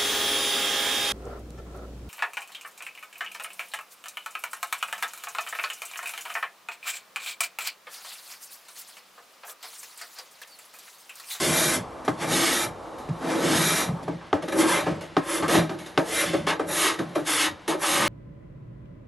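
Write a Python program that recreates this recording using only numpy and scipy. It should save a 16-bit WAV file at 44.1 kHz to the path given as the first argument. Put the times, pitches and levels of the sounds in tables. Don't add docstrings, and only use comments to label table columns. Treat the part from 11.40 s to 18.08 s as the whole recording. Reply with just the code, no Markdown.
import sys
import numpy as np
from scipy import signal
from scipy.fft import rfft, irfft
from scipy.io import wavfile
from scipy.ndimage import uniform_filter1d

SR = 44100
rng = np.random.default_rng(int(sys.argv[2]) if len(sys.argv) > 2 else 0)


def how_loud(loudness_db):
    steps = np.asarray(loudness_db, float) / 20
    return 10 ** steps


def file_out(sig):
    cols = np.atleast_2d(sig).T
    lim = np.clip(cols, -1, 1)
    pcm = np.round(lim * 32767).astype(np.int16)
    wavfile.write(sys.argv[1], SR, pcm)


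N = 294588
CUT_S = 2.64


def unit(x):
    return x / np.sqrt(np.mean(x ** 2))


def colour(x, table):
    hz, db = np.transpose(table)
    f = np.maximum(np.fft.rfftfreq(N, 1 / SR), 1)
    gain = how_loud(np.interp(np.log(f), np.log(hz), db))
    return unit(irfft(rfft(x) * gain, N))


def ring(x, hz, width_hz):
    return signal.lfilter(*signal.iirpeak(hz, hz / width_hz, fs=SR), x)


def walk(rate_hz):
    k = int(SR / rate_hz)
    held = np.repeat(rng.standard_normal(N // k + 1), k)
    return 1.297 * uniform_filter1d(uniform_filter1d(held, k), k)[:N]


# f/Hz, density/dB per Hz
YARD_SPECTRA = [
    [(15, -44), (25, -24), (60, -9), (115, -14.5), (306, -15), (349, -12), (429, -9.5), (488, -6.5), (665, -8.5), (718, -6.5), (954, -9.5), (1170, -9), (1520, -23.5), (5530, -37), (12000, -42), (15600, -81), (22000, -120)],
    [(15, -41), (25, -19), (84, -5.5), (231, -12), (475, -8), (1820, -15.5), (3950, -22.5), (10800, -42), (12000, -49), (15600, -79), (22000, -120)],
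]
YARD_RMS_DB = (-40.5, -47.5)


def yard(first):
    mid, side = rng.standard_normal((2, N))
    opposed = np.array([[1], [-1]])
    places = []
    for spectrum, rms_db in zip(YARD_SPECTRA, YARD_RMS_DB):
        stereo = colour(mid, spectrum) + 0.32 * colour(side, spectrum) * opposed
        places.append(how_loud(rms_db) * stereo)
    return np.where(first, *places) * how_loud(0.4 * walk(4.5))


def room(x):
    t60_s, level_db, low_hz, high_hz = 0.13, -7.5, 380, 2080
    t = np.arange(SR // 2) / SR
    tail = rng.standard_normal((2, len(t))) * how_loud(-60 * t / t60_s) * (t > .002)
    tail = signal.lfilter(*signal.butter(2, [low_hz, high_hz], "band", fs=SR), tail)
    tail /= np.sqrt(np.sum(tail ** 2, axis=1, keepdims=True) * SR / 2 / high_hz)
    return how_loud(level_db) * signal.fftconvolve(x[None], tail, axes=1)[:, :N]


# t/s, blow/dB, tick/dB, thump/dB, contact/ms
LANDINGS = [(0.679, -2.5, -33, -21, 0.27), (1.691, -39, -61, -27.5, 0.45), (2.486, -21, -43, -10.5, 0.64),
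            (2.678, -6.5, -52, -20, 1), (2.929, 0.5, -32.5, -26, 0.23), (3.079, -21, -48, -54, 0.31),
            (3.467, -5, -44, -31, 1), (3.767, 1.5, -27.5, -14, 0.13), (4.024, -12, -34, -27, 0.5),
            (4.152, 1.5, -32, -22, 1), (4.294, -15.5, -33.5, -24, 0.5), (4.576, 0, -22, -13.5, 0.15),
            (4.942, -10, -34, -31, 0.53), (5.071, -8, -47, -29, 0.5), (5.196, -9, -40, -30, 0.29),
            (5.593, -21, -46, -20, 0.4), (5.757, -13, -38, -48, 0.29), (6.279, -11.5, -29, -39, 1)]


def blows():
    out = np.zeros(N)
    t = np.arange(SR // 4) / SR
    modes = BIG_PANELS + LID_LOW + LID_HIGH + BLADE_MODES
    hz, width_hz, struck_db = np.transpose([(m[0], m[1], m[-1]) for m in modes])
    big = hz < 230
    rings = np.exp(-np.pi * np.outer(width_hz, t)) * np.sin(2 * np.pi * np.outer(hz, t))
    rings[big] *= 1 - np.exp(-(t / .006) ** 2)
    sign = (-1) ** np.arange(len(hz))
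    spot_db = rng.standard_normal((len(LANDINGS), len(hz)))
    fade = np.exp(-t / 0.0023) + 0.31 * np.exp(-t / 0.019)
    ticks = rng.standard_normal((len(LANDINGS), len(t))) * fade
    ticks = signal.lfilter(*signal.butter(2, [1500, 4500], "band", fs=SR), ticks)
    for (s, db, tick_db, thump_db, ms), scatter_db, tick in zip(LANDINGS, spot_db, ticks):
        push = np.hanning(max(int(ms * SR / 1000), 2) + 2)
        blow_db = np.where(big, thump_db + 16.5, db - 5)
        gain = sign * how_loud(struck_db + scatter_db + blow_db)
        hit = np.convolve(gain @ rings, push / push.sum())[:len(t)]
        hit = hit + how_loud(tick_db + 8.5) * tick
        i = int(s * SR)
        out[i:i + len(t)] += hit[:N - i]
    return out


def chips(spread_db, chatter_db):
    size = how_loud(spread_db * rng.exponential(size=N) + chatter_db * walk(60))
    return unit(rng.standard_normal(N) * size)


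def rasped(modes, force_db, first, wander_db, dulling):
    tilt_db = dulling * np.clip(force_db + 26.0, -20, 0)
    grit = chips(spread_db=2.0, chatter_db=1.5)
    out, power = 0, 0
    for k, (hz, width_hz, first_db, second_db, _) in enumerate(modes):
        free = ring(grit, hz, width_hz) ** 2
        even = (free.mean() / uniform_filter1d(free, int(.06 * SR))) ** 0.24
        reach_db = np.where(first, first_db, second_db) + wander_db * walk(9)
        reach_db = reach_db + tilt_db * np.log2(hz / modes[2][0])
        out = out + (-1) ** k * ring(grit * even * how_loud(force_db + reach_db), hz, width_hz)
        power += free.mean() * how_loud(first_db + second_db)
    return out / np.sqrt(power)


# f/Hz, width/Hz, rasped at first place/dB, at second/dB, struck/dB
BIG_PANELS = [(98.6, 29, -9, -11.5, -44), (123.4, 40, -6, -47, -24.5), (162.8, 26.6, 4, 4.5, -19.5),
              (196, 92, -8, -18.5, -36)]
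LID_LOW = [(272.2, 13.7, -2, -11.5, -15.5), (295.7, 15.3, -14, -4.5, -13), (327.8, 20.6, 1.5, 0.5, -17),
           (400.3, 39.4, -11.5, -8, -6), (462, 132, -11, -10.5, -15), (571.8, 29.4, -7, -4, -23),
           (637, 24, -8.5, -9.5, -17)]
LID_HIGH = [(755, 62, 2.5, 2, -6), (889, 150, 0.5, 0.5, -6.5), (1064, 92, 2.5, 3.5, -10.5),
            (1207, 109, 3.5, 3, -4.5), (1326, 78, 4.5, 1.5, -12), (1523, 93, 1, -0.5, -13.5),
            (1740, 320, -4.5, -4.5, -33), (2010, 98, -8, -10, -20.5), (2320, 180, -11, -10.5, -35)]


def chest(buzz_db, drone_db, thump_db, first):
    buzz = rasped(LID_HIGH, buzz_db, first, wander_db=1.9, dulling=0.29)
    drone = rasped(LID_LOW, drone_db, first, wander_db=3.0, dulling=0.04)
    thump = rasped(BIG_PANELS, thump_db, first, wander_db=3.5, dulling=0.055)
    return buzz + drone + thump


def sheet(x, t60_s, wet):
    t = np.arange(SR // 20) / SR
    tails = rng.standard_normal((2, len(t))) * how_loud(-60 * t / t60_s)
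    tails /= np.linalg.norm(tails, axis=1, keepdims=True)
    a, b = signal.oaconvolve(x[None], tails, axes=1)[:, :N]
    bend_rad = 2.47 * walk(7)
    return x + wet * (np.cos(bend_rad) * a + np.sin(bend_rad) * b)


# f/Hz, width/Hz, rasped/dB, struck/dB
BLADE_MODES = [(2670, 320, 3, -37), (3150, 310, -4.5, -12), (3750, 100, -7.5, -23), (5760, 340, -19, -40),
               (8360, 74, -55, -50), (12000, 340, -20, -50)]
# f/Hz, density/dB per Hz
HISS_SPECTRA = [
    [(880, -48), (1500, 2), (2300, 1), (2550, -9), (3610, -1), (4220, -4), (5630, -4), (8550, -7.5), (11200, -5.5), (12000, -6), (15600, -63), (22000, -120)],
    [(880, -29), (1500, -3.5), (2090, -1), (2510, -11.5), (3640, -6), (4570, -11), (6300, -10.5), (8180, -13), (11100, -8), (12000, -12), (15600, -73), (22000, -120)],
]


def burr(force_db, top_db, first):
    grit = chips(spread_db=1.0, chatter_db=0.67)
    hiss = np.where(first, colour(grit, HISS_SPECTRA[0]), colour(grit, HISS_SPECTRA[1]))
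    hiss = hiss + sum(how_loud(db) * ring(hiss, hz, w) for hz, w, db, _ in BLADE_MODES)
    hiss = unit(sheet(hiss, t60_s=0.029, wet=0.64))
    fine = signal.filtfilt(*signal.butter(2, 6000, "high", fs=SR), hiss)
    shaped = hiss - fine + fine * how_loud(np.clip(top_db + 7.0, -25, 6))
    return shaped * how_loud(force_db)


def slope(t, start_s, top_s, ease_s, end_s):
    rise = (t - top_s) / max(top_s - start_s, 1e-3)
    fall = (ease_s - t) / max(end_s - ease_s, 1e-3)
    return 30 * np.minimum(np.minimum(rise, fall), 0)


# t/s, thump/dB, builds/s, dies/s
WEIGHT_SHIFTS = [(.1, -23, .07, 0.1), (.24, -32.5, .4, .3), (.382, -27.5, .15, .15),
                 (.688, -22.5, .03, 0.095), (.77, -39, .15, .1), (1.28, -26, .1, .1),
                 (1.69, -23.5, .012, 0.083), (1.85, -32.5, .1, .1), (2.06, -28.5, .12, .15),
                 (2.334, -29.5, 0.37, .16), (2.51, -23, 0.11, 0.11), (2.74, -32, 0.33, 0.15),
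                 (2.938, -16.5, 0.014, 0.033), (3.04, -33.5, 0.12, 0.091), (3.15, -36, .15, 0.35),
                 (3.34, -33, 0.14, .2), (3.518, -24.5, .2, 0.2), (3.775, -26, 0.011, 0.065),
                 (4.03, -29, 0.082, 0.2), (4.18, -20, 0.11, 0.13), (4.33, -36.5, 0.25, .3),
                 (4.585, -32.5, .015, 0.13), (4.88, -29.5, .09, 0.23), (5.0, -29, 0.35, .25),
                 (5.28, -40, 0.23, .2), (5.612, -30, 0.075, 0.17), (5.81, -35, 0.13, .1),
                 (6.126, -33.5, .1, .04), (6.29, -33.5, 0.033, .05), (6.66, -33, 0.28, .2)]


def rocks(t):
    power = 0
    for s, db, builds_s, dies_s in WEIGHT_SHIFTS:
        power = power + how_loud(2 * (db + slope(t, s - builds_s, s, s, s + dies_s)))
    return power


# t/s, hiss/dB, lid buzz/dB, drone/dB, dies/s
SKIDS = [(.65, -42.5, -50, -46, .2), (.684, -37, -24.5, -22, 0.064), (1.585, -48, -55, -58, 0.14),
         (2.631, -46.5, -48, -36, 0.081), (2.682, -66, -33, -23.5, 0.085), (2.812, -62, -41, -45, .15),
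         (2.868, -56, -55, -55, .1), (2.935, -55, -28.5, -24, .13), (3.026, -40.5, -36.5, -26.5, .1),
         (3.084, -36.5, -34, -26, .1), (3.124, -31.5, -30, -25.5, .1), (3.46, -54, -26.5, -20, 0.16),
         (3.611, -41.5, -40, -36.5, 0.14), (3.774, -47, -27, -24.5, 0.12), (4.03, -34, -23.5, -27.5, 0.12),
         (4.3, -45.5, -32, -30.5, 0.16), (4.389, -43, -46, -48, .3), (4.463, -41, -40, -42, 0.11),
         (4.582, -34.5, -21.5, -21, 0.086), (4.934, -33.5, -26, -19, 0.11), (5.196, -45, -30.5, -22, 0.13),
         (5.591, -39.5, -27, -24, .11), (5.755, -34.5, -25, -19.5, 0.12), (5.69, -52, -50, -42, 0.33)]


def slips(t):
    attack_s, tail_db, tail_stretch = 0.0095, -14.5, 2.8
    slip_bright_db = (-7, -10)
    power, bright = 0, 0
    for s, *levels_db, dies_s in SKIDS:
        rattle = how_loud(2 * slope(t, s - attack_s, s, s, s + dies_s))
        tail = how_loud(2 * (tail_db + slope(t, s - attack_s, s, s, s + tail_stretch * dies_s)))
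        felt = how_loud(2 * np.array(levels_db))[:, None] * (rattle + tail)
        power = power + felt
        bright = bright + felt[0] * slip_bright_db[int(s > CUT_S)]
    return power, bright


# touches/s, bites/s, eases/s, off/s, hiss at bite/dB
EDGE_STROKES = [(-.2, .03, .355, .45, -27.5), (0.753, 0.816, 0.85, 0.96, -35.5),
                (0.787, 0.926, 1.245, 1.33, -26.5), (1.772, 1.903, 1.94, 2.2, -34),
                (1.794, 2.095, 2.415, 2.556, -28.5), (3.11, 3.186, 3.23, 3.35, -28.5),
                (3.172, 3.286, 3.375, 3.53, -27), (3.812, 3.902, 3.98, 4.13, -32),
                (4.073, 4.081, 4.167, 4.31, -33), (4.57, 4.713, 4.817, 5.08, -34),
                (5.065, 5.068, 5.107, 5.2, -27), (5.248, 5.291, 5.48, 5.615, -37),
                (5.842, 5.873, 6.06, 6.15, -29), (6.275, 6.279, 6.33, 6.42, -31.5),
                (6.374, 6.432, 6.72, 7.2, -27.5)]
# hiss swell/dB, lid buzz/dB, drone/dB, brightness at bite/dB
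HAND_GRIP = [(0.5, -31.5, -29, -1), (-1, -31, -35, -7), (-2, -30.5, -30, -4), (-.8, -31.5, -32, -9.5),
             (2, -29, -28, -4), (0.5, -27.5, -22, -3), (1.5, -24.5, -26.5, -4), (0, -31.5, -29.5, 1.5),
             (9, -25.5, -24, -4.5), (11, -32, -31.5, -2), (1, -22.5, -26, -14), (14, -30, -31, 3),
             (5, -27.5, -31.5, -1), (-3, -26.5, -26, -5), (-1.5, -25, -33.5, -2.5)]


def strokes(t):
    press_s, linger_s = 0.049, 0.02
    lid_speed, drone_speed = 0.52, 0.23
    lid_swell, drone_swell = 0.71, 0.48
    arch_db = 2
    sag_db, thump_under_db = (-4.5, 0), (-11.5, -19)
    skid_db = -10
    wear_s, wear_db = 0.2, (1, -11)
    power, bright = 0, 0
    for (touch, bite, ease, off, db), grip in zip(EDGE_STROKES, HAND_GRIP):
        swell_db, lid_db, drone_db, bright_db = grip
        place = int(touch > CUT_S)
        speed = slope(t, touch, bite, ease, off)
        weight = slope(t, touch, min(touch + press_s, bite), ease + linger_s, off + linger_s)
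        along = np.clip((t - bite) / (ease - bite), 0, 1)
        hiss = db + speed + swell_db * along + arch_db * np.sin(np.pi * along)
        lid = lid_db + lid_speed * speed + (1 - lid_speed) * weight
        lid = lid + lid_swell * swell_db * (along - .5)
        drone = drone_db + drone_speed * speed + (1 - drone_speed) * weight
        drone = drone + (drone_swell * swell_db + sag_db[place]) * (along - .5)
        felt = how_loud(2 * np.array([hiss, lid, drone, drone + thump_under_db[place]]))
        wear = wear_db[place] * min((ease - bite) / wear_s, 1) * along ** 2
        skid = skid_db * np.clip((t - ease) / (off - ease), 0, 1)
        power = power + felt
        bright = bright + felt[0] * (bright_db + wear + skid)
    return power, bright


# hiss/dB, buzz/dB, drone/dB, thump/dB
IDLE_DB = ((-58, -49, -48, -55), (-61, -56.5, -56, -56.5))


def hands():
    t = np.arange(0, N, 32) / SR
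    power = how_loud(2 * np.array(IDLE_DB).T[:, (t > CUT_S).astype(int)])
    bright = power[0] * -15
    stroke_power, stroke_bright = strokes(t)
    slip_power, slip_bright = slips(t)
    power += stroke_power
    power[:3] += slip_power
    power[-1] += rocks(t)
    bright = (bright + stroke_bright + slip_bright) / power[0]
    curves = (*(10 * np.log10(power)), bright)
    return [np.interp(np.arange(N) / SR, t, c) for c in curves]


def scene():
    hiss_db, buzz_db, drone_db, thump_db, top_db = hands()
    first = np.arange(N) / SR < CUT_S
    near = burr(hiss_db, top_db, first) + chest(buzz_db, drone_db, thump_db, first) + blows()
    near = signal.lfilter(*signal.butter(2, 78, "high", fs=SR), near)
    return near + room(near) + yard(first)


def thrift(x, hole_db, spread_db, quiet_db):
    loud_edge_hz, quiet_edge_hz = 1490, 2440
    pair = [(x[0] + x[1]) / 2, (x[0] - x[1]) / 2]
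    hz, _, (mid, side) = signal.stft(pair, SR, nperseg=1024)
    power = abs(mid) ** 2 + 1e-20
    whole_db = 10 * np.log10(power.sum(axis=0))
    band = np.arange(len(hz)) // 8
    band_db = 10 * np.log10(np.add.reduceat(power, np.arange(0, len(hz), 8)))
    limit_db = hole_db + spread_db * rng.standard_normal(band_db.shape)
    hole = band_db - .6 * whole_db < limit_db
    mid = mid * ~(hole[band] & (hz[:, None] > 4500))
    edge_hz = np.where(whole_db > quiet_db, loud_edge_hz, quiet_edge_hz)
    edge_hz = edge_hz * how_loud(1.4 * rng.standard_normal(len(whole_db)))
    side = side * (hz[:, None] < edge_hz)
    mid, side = signal.istft([mid, side], SR)[1][:, :N]
    return np.array([mid + side, mid - side])


def roll_off(x):
    return signal.sosfilt(signal.butter(12, 13200, fs=SR, output="sos"), x)


def record(dry):
    heard = dry - 0.64 * ring(dry, hz=2554, width_hz=50)
    rounded = np.tanh(1.151 * heard) / 1.171
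    cut = signal.sosfilt(signal.cheby1(12, .3, 11760, fs=SR, output="sos"), rounded)
    mix = thrift(cut, hole_db=-62.5, spread_db=6.5, quiet_db=-32.5)
    return roll_off(mix)


dry = scene()
out = record(dry)
file_out(out)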